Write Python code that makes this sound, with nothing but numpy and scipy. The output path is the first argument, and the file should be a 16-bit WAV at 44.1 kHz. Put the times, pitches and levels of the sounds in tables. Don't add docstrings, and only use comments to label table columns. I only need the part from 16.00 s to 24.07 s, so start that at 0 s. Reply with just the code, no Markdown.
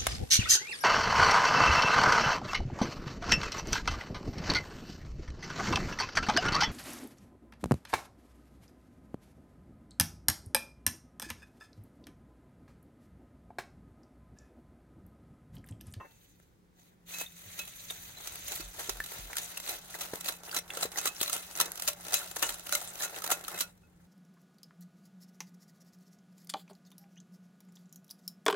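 import sys
import numpy as np
from scipy import signal
from scipy.fft import rfft, irfft
from scipy.io import wavfile

SR = 44100
rng = np.random.default_rng(int(sys.argv[2]) if len(sys.argv) > 2 else 0)


def wav_out(sig):
    wavfile.write(sys.argv[1], SR, np.round(np.clip(np.atleast_2d(sig).T, -1, 1) * 32767).astype(np.int16))


def convert_level_to_amplitude(level_db):
    exponent = np.asarray(level_db, float) / 20
    return 10 ** exponent


N = 355887

# press_s, grit_db, slosh_db, ease_off_20db_s
TURNS = [(1.211, -37, -49, 0.0729), (1.58, -42, -56, 0.3436), (1.69, -52, -69.5, 0.02),
         (1.9, -45, -61, 0.43), (2.259, -43.5, -52, 0.5), (2.523, -36.5, -45.5, 0.1958),
         (2.81, -41, -49, .4), (3.121, -42, -49.5, .5), (3.375, -42, -54, .5), (3.693, -36.5, -46.5, 0.15),
         (4.022, -38, -44.5, 0.136), (4.146, -44, -52, 0.22), (4.289, -36, -44.5, 0.0859),
         (4.577, -32.5, -41, 0), (4.829, -32.5, -38.5, 0.07), (4.98, -39.5, -44, 0.29),
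         (5.069, -35.5, -44, 0.04), (5.21, -38, -56, 0.46), (5.338, -37, -46.5, 0.2176),
         (5.61, -34.5, -38, 0.1319), (5.885, -33.5, -49, 0.0619), (6.04, -43.5, -50, 0.6),
         (6.153, -33.5, -56.5, 0.1738), (6.438, -32, -40, 0.1849), (6.741, -35.5, -43.5, 0.3281),
         (7.037, -30.5, -39, 0.0639), (7.168, -38.5, -44, 0.0944), (7.317, -37, -41, 0.1294),
         (7.5, -40, -44.5, 0.16), (7.621, -31.5, -50, 0.0281)]
# time_s, grit_db, slosh_db
IDLE = [(0, -66, -53), (.08, -63.5, -67), (.3, -64, -91), (.46, -72.5, -79), (.7, -90.5, -77),
        (.8, -62, -75), (.88, -63, -72), (.96, -79, -73.5), (1.052, -78.5, -71.5), (1.07, -56, -79.5),
        (2.2, -50, -58.5), (3.6, -53.5, -54.5), (4.3, -58.5, -60), (6.3, -56, -53.5), (7.6, -53.5, -52.5),
        (7.68, -61, -61), (7.742, -75, -76.5), (8.07, -70, -70.5)]
# time_s, share_0_to_1
WETNESS = [
    (0, 0),
    (2.0, .1),
    (3.2, .5),
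    (4.3, 1),
    (8.07, 1),
]
# start_s, level_db, fall_t60_s, dull_re_bright_db
TOUCHES = [(.4002, -58, .012, 8), (.4285, -65, .089, -5.5), (1.1454, -35.5, 0.032, -24),
           (1.186, -33, 0.039, -17), (1.212, -31, 0.0506, -6), (1.593, -29, 0.047, -26.5),
           (1.677, -39.5, 0.036, -15.5), (1.9065, -34, 0.0605, -8), (2.2745, -31.5, 0.0296, -19),
           (2.358, -35, 0.0106, -25), (2.482, -31.5, 0.041, -28), (2.521, -31, 0.045, -21.5),
           (2.608, -35.5, 0.04, -13.5), (2.794, -37, 0.142, -7.5), (2.8956, -25, 0.0337, -8.5),
           (3.0033, -34, 0.0162, -25), (3.041, -35, 0.0415, -21.5), (3.0622, -35, 0.0326, -29.5),
           (3.3314, -34.5, .01, -9.5), (3.3691, -24.5, 0.0167, -19.5), (3.3837, -24.5, 0.0163, -21),
           (3.5747, -31, 0.0325, -14.5), (3.693, -27.5, 0.04, -17), (3.949, -35.5, 0.058, -4),
           (4.0104, -30, 0.0565, -24.5), (4.137, -34.5, 0.0243, 1), (4.2104, -31.5, 0.0224, -20),
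           (4.2605, -33.5, 0.035, -6), (4.287, -25, 0.0505, -9.5), (7.8337, -72.5, .12, -2)]
# start_s, level_db, fall_t60_s, dull_re_bright_db
BUNDLE_SLAPS = [(4.5466, -30.5, 0.046, -13), (4.5659, -23.5, 0.057, -16), (4.7725, -31.5, 0.0355, -7),
                (4.828, -24.5, 0.044, -6.5), (4.975, -27, 0.031, -11.5), (4.9862, -22, 0.0248, -14.5),
                (5.057, -21, 0.027, -9.5), (5.075, -22, 0.041, -32), (5.2142, -20, 0.0237, -10.5),
                (5.231, -23, 0.0386, -22.5), (5.298, -26.5, 0.027, -17), (5.3298, -28, 0.122, -19.5),
                (5.6017, -17, 0.0222, -8), (5.6121, -15.5, 0.034, -20.5), (5.878, -20.5, 0.0286, -26),
                (5.8868, -19.5, 0.026, -21.5), (6.133, -24, 0.011, -5), (6.1416, -16, 0.046, -25.5),
                (6.366, -27.5, 0.0216, -1.5), (6.427, -20, 0.0473, -5.5), (6.4929, -25.5, 0.032, -19),
                (6.7256, -21.5, 0.0237, -16), (6.7522, -19.5, 0.0267, -26), (7.034, -28, 0.047, -22.5),
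                (7.242, -29, 0.053, -6.5), (7.277, -27, 0.013, -9), (7.304, -29, 0.037, -16.5),
                (7.3172, -19, 0.0674, -5.5), (7.5448, -38.5, 0.0332, -2), (7.6093, -20.5, 0.0315, -18.5)]
# start_s, level_db
FLICKS = [(2.184, -42), (2.861, -39), (2.971, -41), (3.12, -37), (3.419, -36), (3.601, -33), (3.989, -36),
          (4.157, -32), (4.246, -32), (4.324, -35), (4.435, -41), (4.5899, -28), (4.68, -44), (4.751, -36),
          (4.857, -33), (4.919, -38), (5.0148, -31.5), (5.28, -28.5), (5.3653, -27.5), (5.512, -37),
          (5.562, -33), (5.575, -30), (5.5877, -33), (5.658, -33.5), (5.757, -35), (5.7765, -32),
          (5.7984, -28.5), (5.8232, -27.5), (5.933, -34), (6.051, -38), (6.068, -36), (6.084, -31),
          (6.109, -33), (6.1242, -29.5), (6.314, -32), (6.395, -33), (6.506, -33), (6.5436, -33.5),
          (6.596, -38), (6.67, -33), (6.694, -31), (6.815, -33), (6.957, -37), (7.097, -40), (7.187, -35),
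          (7.2216, -35), (7.265, -29.5), (7.411, -41), (7.441, -36), (7.483, -28.5), (7.517, -37),
          (7.579, -33)]
# start_s, peak_db, pitch_hz
CRACKS = [(4.0097, -23.5, 3980), (4.2095, -25.5, 7910), (4.2591, -22.5, 4630), (4.2844, -20.5, 4000),
          (4.4937, -28.5, 2780), (4.5135, -24.5, 4800), (4.5276, -23.5, 1400), (4.5461, -21, 1340),
          (4.565, -17, 6540), (4.5774, -22, 4020), (4.5873, -21, 5700), (4.704, -26, 2710),
          (4.7356, -30.5, 6140), (4.7721, -21.5, 1350), (4.811, -22, 8740), (4.8314, -16.5, 7620),
          (4.9585, -23.5, 1930), (4.9736, -23.5, 6190), (4.9853, -20.5, 6470), (5.0559, -15, 1410),
          (5.0675, -13.5, 1220), (5.0736, -21, 3980), (5.1484, -36.5, 1470), (5.1656, -31, 5560),
          (5.2047, -21, 4170), (5.2112, -18.5, 3460), (5.23, -17, 6590), (5.2603, -21.5, 4070),
          (5.2774, -25.5, 4000), (5.2972, -19, 1310), (5.3301, -15, 8800), (5.5534, -24, 6520),
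          (5.6005, -11.5, 1340), (5.6094, -14.5, 3980), (5.7184, -22, 12000), (5.7979, -27, 7590),
          (5.8218, -22.5, 8690), (5.8765, -14, 6680), (5.883, -13, 7440), (6.0089, -33, 9530),
          (6.1324, -17.5, 9320), (6.1404, -14, 6450), (6.215, -27.5, 1410), (6.361, -23.5, 11200),
          (6.3685, -21.5, 6470), (6.4261, -17.5, 1430), (6.432, -15, 2880), (6.4911, -19, 4020),
          (6.6677, -28, 2850), (6.6926, -25.5, 1400), (6.7241, -14, 6620), (6.7504, -17, 6400),
          (6.8044, -27, 7350), (6.8753, -28, 10400), (6.9557, -30.5, 6500), (6.99, -31, 8150),
          (7.007, -21, 1740), (7.1439, -29, 2740), (7.2401, -21.5, 1280), (7.3132, -13.5, 1430)]
# start_s, peak_db, pitch_hz
EARLY_CRACKS = [(1.1268, -37, 6480), (1.1418, -35, 2580), (1.1841, -34, 2570), (1.263, -35.5, 3650),
                (1.3204, -42, 3610), (1.503, -35.5, 2180), (1.5909, -27, 6600), (1.9001, -25.5, 3750),
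                (1.9044, -27, 3540), (2.2728, -28.5, 5900), (2.356, -26.5, 11800), (2.4234, -35.5, 3710),
                (2.4808, -27.5, 6250), (2.5192, -26, 7240), (2.6045, -30, 4460), (2.794, -28, 4220),
                (2.8936, -20, 5400), (3.039, -33, 4000), (3.1842, -36, 2060), (3.3318, -29.5, 2010),
                (3.3552, -26.5, 1450), (3.3691, -20, 9250), (3.5718, -25, 2720), (3.6401, -33, 4010),
                (3.6639, -26.5, 4400), (3.6766, -23, 4020), (3.9423, -25, 2030), (7.0226, -18.5, 7130),
                (7.0594, -26.5, 1450), (7.163, -27.5, 3790), (7.22, -21.5, 1280), (7.262, -22.5, 1360),
                (7.3033, -13.5, 1404), (7.448, -28, 4210), (7.4812, -19.5, 1320), (7.5752, -28.5, 2100),
                (7.6052, -17, 4040)]
# start_s, length_s, level_db, pitch_hz
DRAGS = [(1.13, .06, -46, 6600), (1.185, .04, -46, 7400), (2.16, .08, -53, 3800), (2.46, .04, -46, 6400),
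         (4.525, .02, -42, 1600), (4.57, .025, -37, 9000), (4.735, .03, -44, 8000), (4.81, .04, -38, 7600),
         (4.974, .03, -35, 6500), (5.06, .03, -37, 7500), (5.155, .02, -46, 6000), (5.33, .025, -34, 9000),
         (6.142, .03, -31, 7000), (6.43, .04, -35, 7000), (6.727, .02, -31, 6500), (6.875, .03, -43, 8000),
         (7.02, .035, -35, 7000), (7.313, .02, -31, 6500)]
# start_s, level_db, pitch_hz
RINGS = [(1.137, -41.5, 2580.0), (1.197, -41, 2580.0), (1.263, -39, 3670.0), (1.592, -36, 4005),
         (1.592, -39, 2580), (1.9, -30.5, 3670.0), (3.694, -31, 4005.0), (4.286, -29.5, 4005.0),
         (4.565, -31, 4005.0), (4.825, -33.5, 4005.0), (5.067, -37, 4005.0), (5.331, -40.5, 725.0),
         (5.61, -27.5, 4005.0), (5.878, -44, 590.0), (6.15, -31, 4005.0), (6.149, -39, 2580.0),
         (6.725, -31.5, 1431.0), (6.728, -41, 590.0), (6.731, -29, 4005.0), (7.293, -36, 725.0),
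         (7.314, -40.5, 2580.0), (7.313, -37.5, 1431.0), (7.607, -33.5, 4005.0), (6.43, -36, 1431.0),
         (7.833, -68.5, 2580.0), (7.833, -65, 1431.0)]
# start_s, level_db, pitch_hz
MORE_RINGS = [(1.141, -42, 4005), (1.185, -42.5, 4005), (2.17, -41, 4005), (3.039, -40.5, 4005),
              (4.575, -38, 5682), (4.828, -29.5, 7710), (4.985, -30, 6450), (5.085, -42, 2580),
              (5.278, -34, 4005), (5.058, -34, 1991), (5.612, -39.5, 2580), (6.215, -43, 1410),
              (6.432, -36, 2900), (7.545, -42.5, 4005), (7.545, -45, 2580), (7.635, -44, 1431)]
# pitch_hz, level_db, t60_s
BOWL_MODES = [(590, -9, 0.168), (658.8, -9.5, 0.13), (725, -13, 0.088), (932.6, -12, 0.1),
              (1431, -5.5, 0.0997), (2128, -4.5, 0.036), (2580, -2.5, 0.134), (3670, -15.5, 0.028),
              (4005, -1, 0.0491), (5682, -5.5, 0.08), (6472, 0.5, 0.011), (7400, -3, 0.025),
              (8800, -12, 0.035), (12400, -9, 0.02)]
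# freq_hz, density_db_per_hz
WET_GRIT = [(530, -36), (900, -8.5), (1380, -1.5), (1540, -7.5), (2370, -8), (2670, -1.5), (3200, -6),
            (3970, -2), (5290, -8), (6480, -1.5), (15700, -4.5)]
# freq_hz, density_db_per_hz
DRY_SUGAR = [(710, -28.5), (1300, -9.5), (2150, -4), (2800, -8), (3750, -4), (4600, -7), (5250, -14),
             (5900, -4.5), (6600, -2.5), (7600, -7.5), (9500, -9.5), (15700, -5.5)]
# freq_hz, density_db_per_hz
SLOSH = [(230, -32), (300, -7), (620, -5.5), (720, -0.5), (1150, -8.5), (1400, -4), (2200, -10),
         (3000, -39)]
PATCH_HZ = (1500, 2100, 2900, 3600, 4400, 5500, 7000, 8800, 11500, 16000)
PLACE_LAGS = (-7, 4, 19)
# start_s, peak_db, pitch_hz, t60_s
PLOPS = [(.4, -52, 130, .03), (2.515, -44.5, 398.4, 0.055), (2.598, -40.5, 325.6, 0.07),
         (2.796, -52.5, 480, 0.031), (2.889, -34.5, 388, 0.051), (3.003, -21.5, 1731, 0.0216),
         (3.189, -35.5, 127.4, 0.031), (3.332, -25, 2086, 0.00585), (3.572, -34, 2650, 0.015),
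         (4.135, -21.5, 461, 0.0118), (4.703, -33, 2700, 0.025), (4.705, -30.5, 3410, 0.0168),
         (4.772, -37, 511.7, 0.072), (4.853, -26, 463, 0.0243), (5.214, -26, 380, 0.0095),
         (5.602, -23.5, 1017, 0.026)]
# start_s, peak_db, pitch_hz, length_s
ROCKS = [
    (1.45, -53, 100, .06),
    (2.605, -45, 42, .115),
    (2.895, -45, 42, .14),
    (3.19, -45, 42, .12),
    (6.46, -54, 36, .1),
]
# time_s, level_db
RUMBLE = [(0, -71), (.9, -79), (1.6, -62), (2.3, -59.5), (2.7, -58.5), (3.5, -63.5), (8.07, -65.5)]
# pitch_hz, level_db, t60_s
UTENSIL_MODES = [(900, -56, 0.35), (1048, -32, 0.0457), (1225, -48, 0.162), (1854, -52, 0.143),
                 (2670, -52, 0.5), (6030, -73, 0.3)]
# time_s, level_db
HUM = [(0, -73.5), (.9, -69.5), (1.2, -63), (3.0, -67.5), (4.5, -63), (7.0, -66.5), (8.07, -61)]
# freq_hz, density_db_per_hz
ROOM = [(12, -46), (20, -20), (47, -7), (112, -9), (238, -12.5), (534, -19), (631, -31.5), (767, -25.5),
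        (1270, -31), (15500, -44.5)]
# freq_hz, likeness
ROOM_LIKENESS = [(60, 0.49), (240, 0.36), (950, -0.23), (3770, 0.11), (15000, 0.1)]

ENTER_S, RUN_UP_S, GRIP_S, GRIP_SHARE = 1.05, 0.1721, 0.0778, 0.288
PRESS_DB_PER_S, SURGE_DB_PER_S, SURGE_DRY_DB, SURGE_WET_DB, SLOSH_PACE = 39.5, 218.5, 2.5, 7.5, 0.899
FLICK_T60_S, FLICK_DULL_DB = 0.019, -15
RISE_T60_S, RISE_SHARE = .006, 0.218
CRACK_T60_S, CRACK_CYCLES, CRACK_TONE_DB, CRACK_LOW_HZ, CRACK_SHARED = .012, 30.0, 1.5, 1500, 0.595
DRAG_WIDTH, DRAG_EDGE_S = .11, .004
DEAD_HZ, DEAD_SHARE = 5150, .45
HUM_HZ, HUM_WANDER_HZ, ROOM_DB = 177, 3.5, -66


def rms_one(x):
    return x / np.sqrt(np.mean(x ** 2) + 1e-20)


def in_time(rows):
    s, *columns = np.transpose(rows)
    return [np.interp(np.arange(N) / SR, s, c) for c in columns]


def at_hz(points, hz):
    table_hz, values = np.transpose(points)
    return np.interp(np.log(hz), np.log(table_hz), values)


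def drift(rate_hz):
    r = np.exp(-80 * np.pi * rate_hz / SR)
    noise = rng.standard_normal(N // 40 + 2002)
    slow = signal.lfilter([1], [1, -2 * r, r * r], noise)[2000:]
    return np.interp(np.arange(N) / 40, np.arange(len(slow)), rms_one(slow))


def ring(clicks, hz, t60):
    r, w = convert_level_to_amplitude(-60 / (t60 * SR)), 2 * np.pi * hz / SR
    return signal.lfilter([0, np.sin(w)], [1, -2 * r * np.cos(w), r * r], clicks + 1e-18)


def filtered(x, order, hz, kind):
    return signal.sosfilt(signal.butter(order, hz, kind, fs=SR, output="sos"), x)


def colour(x, spectrum):
    cepstrum = irfft(np.log(convert_level_to_amplitude(at_hz(spectrum, np.linspace(1, SR / 2, 4097)))))
    cepstrum[1:4096] *= 2
    response = irfft(np.exp(rfft(cepstrum[:4097], 8192)))[:4096]
    response = response / np.sqrt(np.sum(response ** 2))
    return signal.oaconvolve(x, np.atleast_2d(response), axes=1)[:, :N]


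def crystals(per_s, spread_db):
    sizes = convert_level_to_amplitude(spread_db * np.minimum(rng.exponential(1, N), 4)) * rng.choice([-1, 1], N)
    return rms_one(sizes * (rng.random(N) < per_s / SR))


def grains(per_s, spread_db, shared, wander_db):
    direct = 0
    wet, = in_time(WETNESS)
    for lag, often in zip(PLACE_LAGS, (0.9, 0.5 + 0.6 * wet, 1.3 - 0.6 * wet)):
        place = often * crystals(per_s, spread_db) * convert_level_to_amplitude(wander_db * drift(7.75))
        direct = direct + np.array([np.roll(place, lag), place])
    unshared = np.array([crystals(per_s, spread_db), crystals(per_s, spread_db)])
    return np.sqrt(shared) * rms_one(direct) + np.sqrt(1 - shared) * unshared


def whisk():
    grit_db, slosh_db = stirring()
    wet, = in_time(WETNESS)
    bright, dull = slap_envelopes()
    skip = convert_level_to_amplitude((1.2 + 1.2 * wet) * drift(90.0))
    grind = convert_level_to_amplitude(grit_db - 1.1) * skip * grains(14000, 3.67, 0.321, wander_db=2.2)
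    dry_grind = np.sqrt(1 - wet) * grind
    force = np.sqrt(wet) * grind + bright * grains(10000, 3.39, 0.484, wander_db=1.5)
    sound = convert_level_to_amplitude(-1.5) * colour(force, WET_GRIT) + convert_level_to_amplitude(-1.77) * colour(dry_grind, DRY_SUGAR)
    loose = 1 / (1 + np.mean(bright ** 2, axis=0) / convert_level_to_amplitude(grit_db) ** 2)
    sound = contact_patches(sound, loose) + bowl_modes(force + 0.59 * dry_grind)
    sound = filtered(sound, 2, 110, "high")
    push = (convert_level_to_amplitude(slosh_db - 3.5 + 2.66 * drift(29.0)) + dull) * grains(2500, 3.7, 0.9757, wander_db=3.0)
    sound = sound + (cracks() + drags()) * convert_level_to_amplitude([[-.6], [.6]])
    gap = signal.lfilter(*signal.iirpeak(DEAD_HZ, 8.0, fs=SR), sound)
    sound = sound - DEAD_SHARE * (1 - wet) ** 3 * gap
    return sound + colour(push, SLOSH) * convert_level_to_amplitude([[.6], [-.6]]) + glass_rings()


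def stirring():
    t = np.arange(N) / SR
    grit, slosh = convert_level_to_amplitude(np.array(in_time(IDLE))) ** 2
    wet, = in_time(WETNESS)
    surge_db = SURGE_DRY_DB + (SURGE_WET_DB - SURGE_DRY_DB) * wet
    free_s = ENTER_S
    for s, grit_db, slosh_db, ease_s in TURNS:
        press_db = np.maximum(SURGE_DB_PER_S * (t - s), PRESS_DB_PER_S * (t - s) - surge_db)
        off_db = np.where(t < s, press_db, 20 * (s - t) / ease_s)
        run_up_s = RUN_UP_S / (0.32 + 0.719 * wet[round(s * SR)])
        start_s = max(min(free_s, s - GRIP_S), s - run_up_s)
        grip = np.clip((t - start_s) / (GRIP_SHARE * (s - start_s)), 0, 1) ** 3
        grit = grit + grip * convert_level_to_amplitude(grit_db + off_db) ** 2
        slosh = slosh + grip * convert_level_to_amplitude(slosh_db + SLOSH_PACE * off_db) ** 2
        free_s = s + ease_s
    return 10 * np.log10(grit), 10 * np.log10(slosh)


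def slap_envelopes():
    bright, dull = np.zeros((2, 2, N))
    before, after = SR // 20, SR // 10
    t = np.arange(-before, after) / SR
    flicks = [(s, db, FLICK_T60_S, FLICK_DULL_DB) for s, db in FLICKS]
    slaps = TOUCHES + BUNDLE_SLAPS + flicks
    for (s, db, fall_s, dull_db), side in zip(slaps, rng.standard_normal(len(slaps))):
        i = round(s * SR)
        span = slice(i - before, i + after)
        shape_db = -60 * np.where(t < 0, -t / (RISE_T60_S + RISE_SHARE * fall_s), t / fall_s)
        pan_db = (1.26 * side - 0.4549) * np.array([[1], [-1]])
        bright[:, span] += convert_level_to_amplitude(db + 1.3 + shape_db + pan_db) ** 2
        dull[:, span] += convert_level_to_amplitude(db + dull_db - 3.0 + 1.295 * shape_db) ** 2
    return np.sqrt(bright), np.sqrt(dull)


def contact_patches(sound, loose):
    for low, high in zip(PATCH_HZ, PATCH_HZ[1:]):
        band = filtered(sound, 1, [low, high], "band")
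        sound = sound + band * (convert_level_to_amplitude(2.2 * (0.3 + 0.7 * loose) * drift(30.0)) - 1)
    return sound


def bowl_modes(force):
    out = np.zeros((2, N))
    for hz, db, t60 in BOWL_MODES:
        width = np.sqrt(1 - convert_level_to_amplitude(-120 / (t60 * SR)))
        out += convert_level_to_amplitude(db - 15.5) * width * ring(force * convert_level_to_amplitude(3.3 * drift(25.0)), hz, t60)
    return out


def cracks():
    rows, t = CRACKS + EARLY_CRACKS, np.arange(SR // 25) / SR
    out = np.zeros((2, N))
    for (s, db, hz), noise in zip(rows, rng.standard_normal((len(rows), 3, len(t)))):
        common = np.array([np.roll(noise[0], PLACE_LAGS[1]), noise[0]])
        burst = np.sqrt(CRACK_SHARED) * common + np.sqrt(1 - CRACK_SHARED) * noise[1:]
        burst = burst * convert_level_to_amplitude(-60 * t / CRACK_T60_S)
        tone = ring(burst, hz, CRACK_CYCLES / hz)
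        tone = tone * np.sqrt(np.sum(burst ** 2) / np.sum(tone ** 2))
        i = round(s * SR)
        out[:, i:i + len(t)] += convert_level_to_amplitude(db - 9.0) * (burst + convert_level_to_amplitude(CRACK_TONE_DB) * tone)
    return filtered(out, 2, CRACK_LOW_HZ, "high")


def drags():
    out, t = np.zeros((2, N)), np.arange(N) / SR
    force = grains(2500, 4.5, 0.5, wander_db=1.5)
    for s, length, db, hz in DRAGS:
        span = slice(round((s - .02) * SR), round((s + length + .05) * SR))
        fade_in = np.clip((t[span] - s) / DRAG_EDGE_S, 0, 1)
        fade_out = np.clip((s + length - t[span]) / (1.5 * DRAG_EDGE_S) + 1, 0, 1)
        edges_hz = hz * (1 + DRAG_WIDTH * np.array([-1, 1]))
        band = rms_one(filtered(force[:, span], 2, edges_hz, "band"))
        out[:, span] += convert_level_to_amplitude(db - 4.0) * fade_in * fade_out * band
    return out


def glass_rings():
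    out, t = np.zeros((2, N)), np.arange(SR // 4) / SR
    rows = RINGS + MORE_RINGS
    mode_t60 = [(hz, t60) for hz, _, t60 in BOWL_MODES]
    for (s, db, hz), offset in zip(rows, rng.standard_normal(len(rows))):
        t60 = (1.6 if s < 2 else 1.25) * at_hz(mode_t60, hz)
        shape = np.minimum(t / 0.00233, 1) * convert_level_to_amplitude(db + 2.0 - 60 * t / t60)
        port_s = np.array([[0], [0.00009 * offset]])
        tone = shape * np.sin(2 * np.pi * hz * (s + t + port_s))
        i = round(s * SR)
        out[:, i:i + len(t)] += tone[:, :N - i]
    wet, = in_time(WETNESS)
    return out * convert_level_to_amplitude((0.3 + 1.7 * wet) * drift(70.0))


def batter():
    out, t = np.zeros(N), np.arange(SR // 10) / SR
    for s, db, hz, t60 in PLOPS:
        i = round(s * SR)
        out[i:i + len(t)] += convert_level_to_amplitude(db - 60 * t / t60) * np.sin(2 * np.pi * hz * t * (1 + 1.18 * t))
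    return filtered(out, 2, 90, "high")


def counter():
    out, t = np.zeros(N), np.arange(N) / SR
    for s, db, hz, length in ROCKS:
        swell = np.sin(np.pi * np.clip((t - s) / length, 0, 1)) ** 0.62
        out += convert_level_to_amplitude(db) * swell * np.sin(2 * np.pi * hz * (t - s))
    low = filtered(rng.standard_normal(N), 2, [28, 125], "band")
    out += convert_level_to_amplitude(in_time(RUMBLE)[0] - 2.5) * rms_one(low)
    rattle = rng.standard_normal(N) * convert_level_to_amplitude(-34 - 60 * t / 0.1) * np.minimum(0.3 + t / 0.015, 1)
    for hz, db, t60 in UTENSIL_MODES:
        out += convert_level_to_amplitude(db - 10.0) * ring(rattle, hz, t60) * 10
    return out


def kitchen(x, t60, wet_db):
    t = np.arange(SR // 2) / SR
    tail = rng.standard_normal((2, len(t))) * convert_level_to_amplitude(-60 * t / t60) * (t > .004)
    tail = signal.lfilter([1], [1, -.5], tail)
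    tail = tail / np.sqrt(np.sum(tail ** 2) / 2)
    return convert_level_to_amplitude(wet_db) * signal.oaconvolve(x, tail, axes=1)[:, :N]


def kitchen_air():
    mid, side = rng.standard_normal((2, 1, N))
    apart_db = [(hz, 10 * np.log10((1 - min(c + .25, .98)) / (1 + max(c, -.5)))) for hz, c in ROOM_LIKENESS]
    hz = np.linspace(1, SR / 2, N // 2 + 1)
    side = irfft(rfft(side) * convert_level_to_amplitude(at_hz(apart_db, hz)), N)
    air = rms_one(colour(np.vstack([mid + side, mid - side]), ROOM))
    hum_hz = HUM_HZ + HUM_WANDER_HZ * drift(17.98)
    hum = np.sin(2 * np.pi * np.cumsum(hum_hz) / SR) * convert_level_to_amplitude(3.0 * drift(10.0))
    return convert_level_to_amplitude(ROOM_DB) * air + convert_level_to_amplitude(in_time(HUM)[0]) * rms_one(hum)


def scene():
    bowl = whisk() + batter()
    return bowl + kitchen(bowl, t60=0.1296, wet_db=-15.5) + counter() + kitchen_air()


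def low_pass(x):
    return signal.sosfilt(signal.butter(12, 17130, fs=SR, output="sos"), x)


def record(dry):
    top = signal.ellip(10, .5, 45, 15900, fs=SR, output="sos")
    mix = signal.sosfilt(top, dry)
    return low_pass(mix)


dry = scene()
out = record(dry)
wav_out(out)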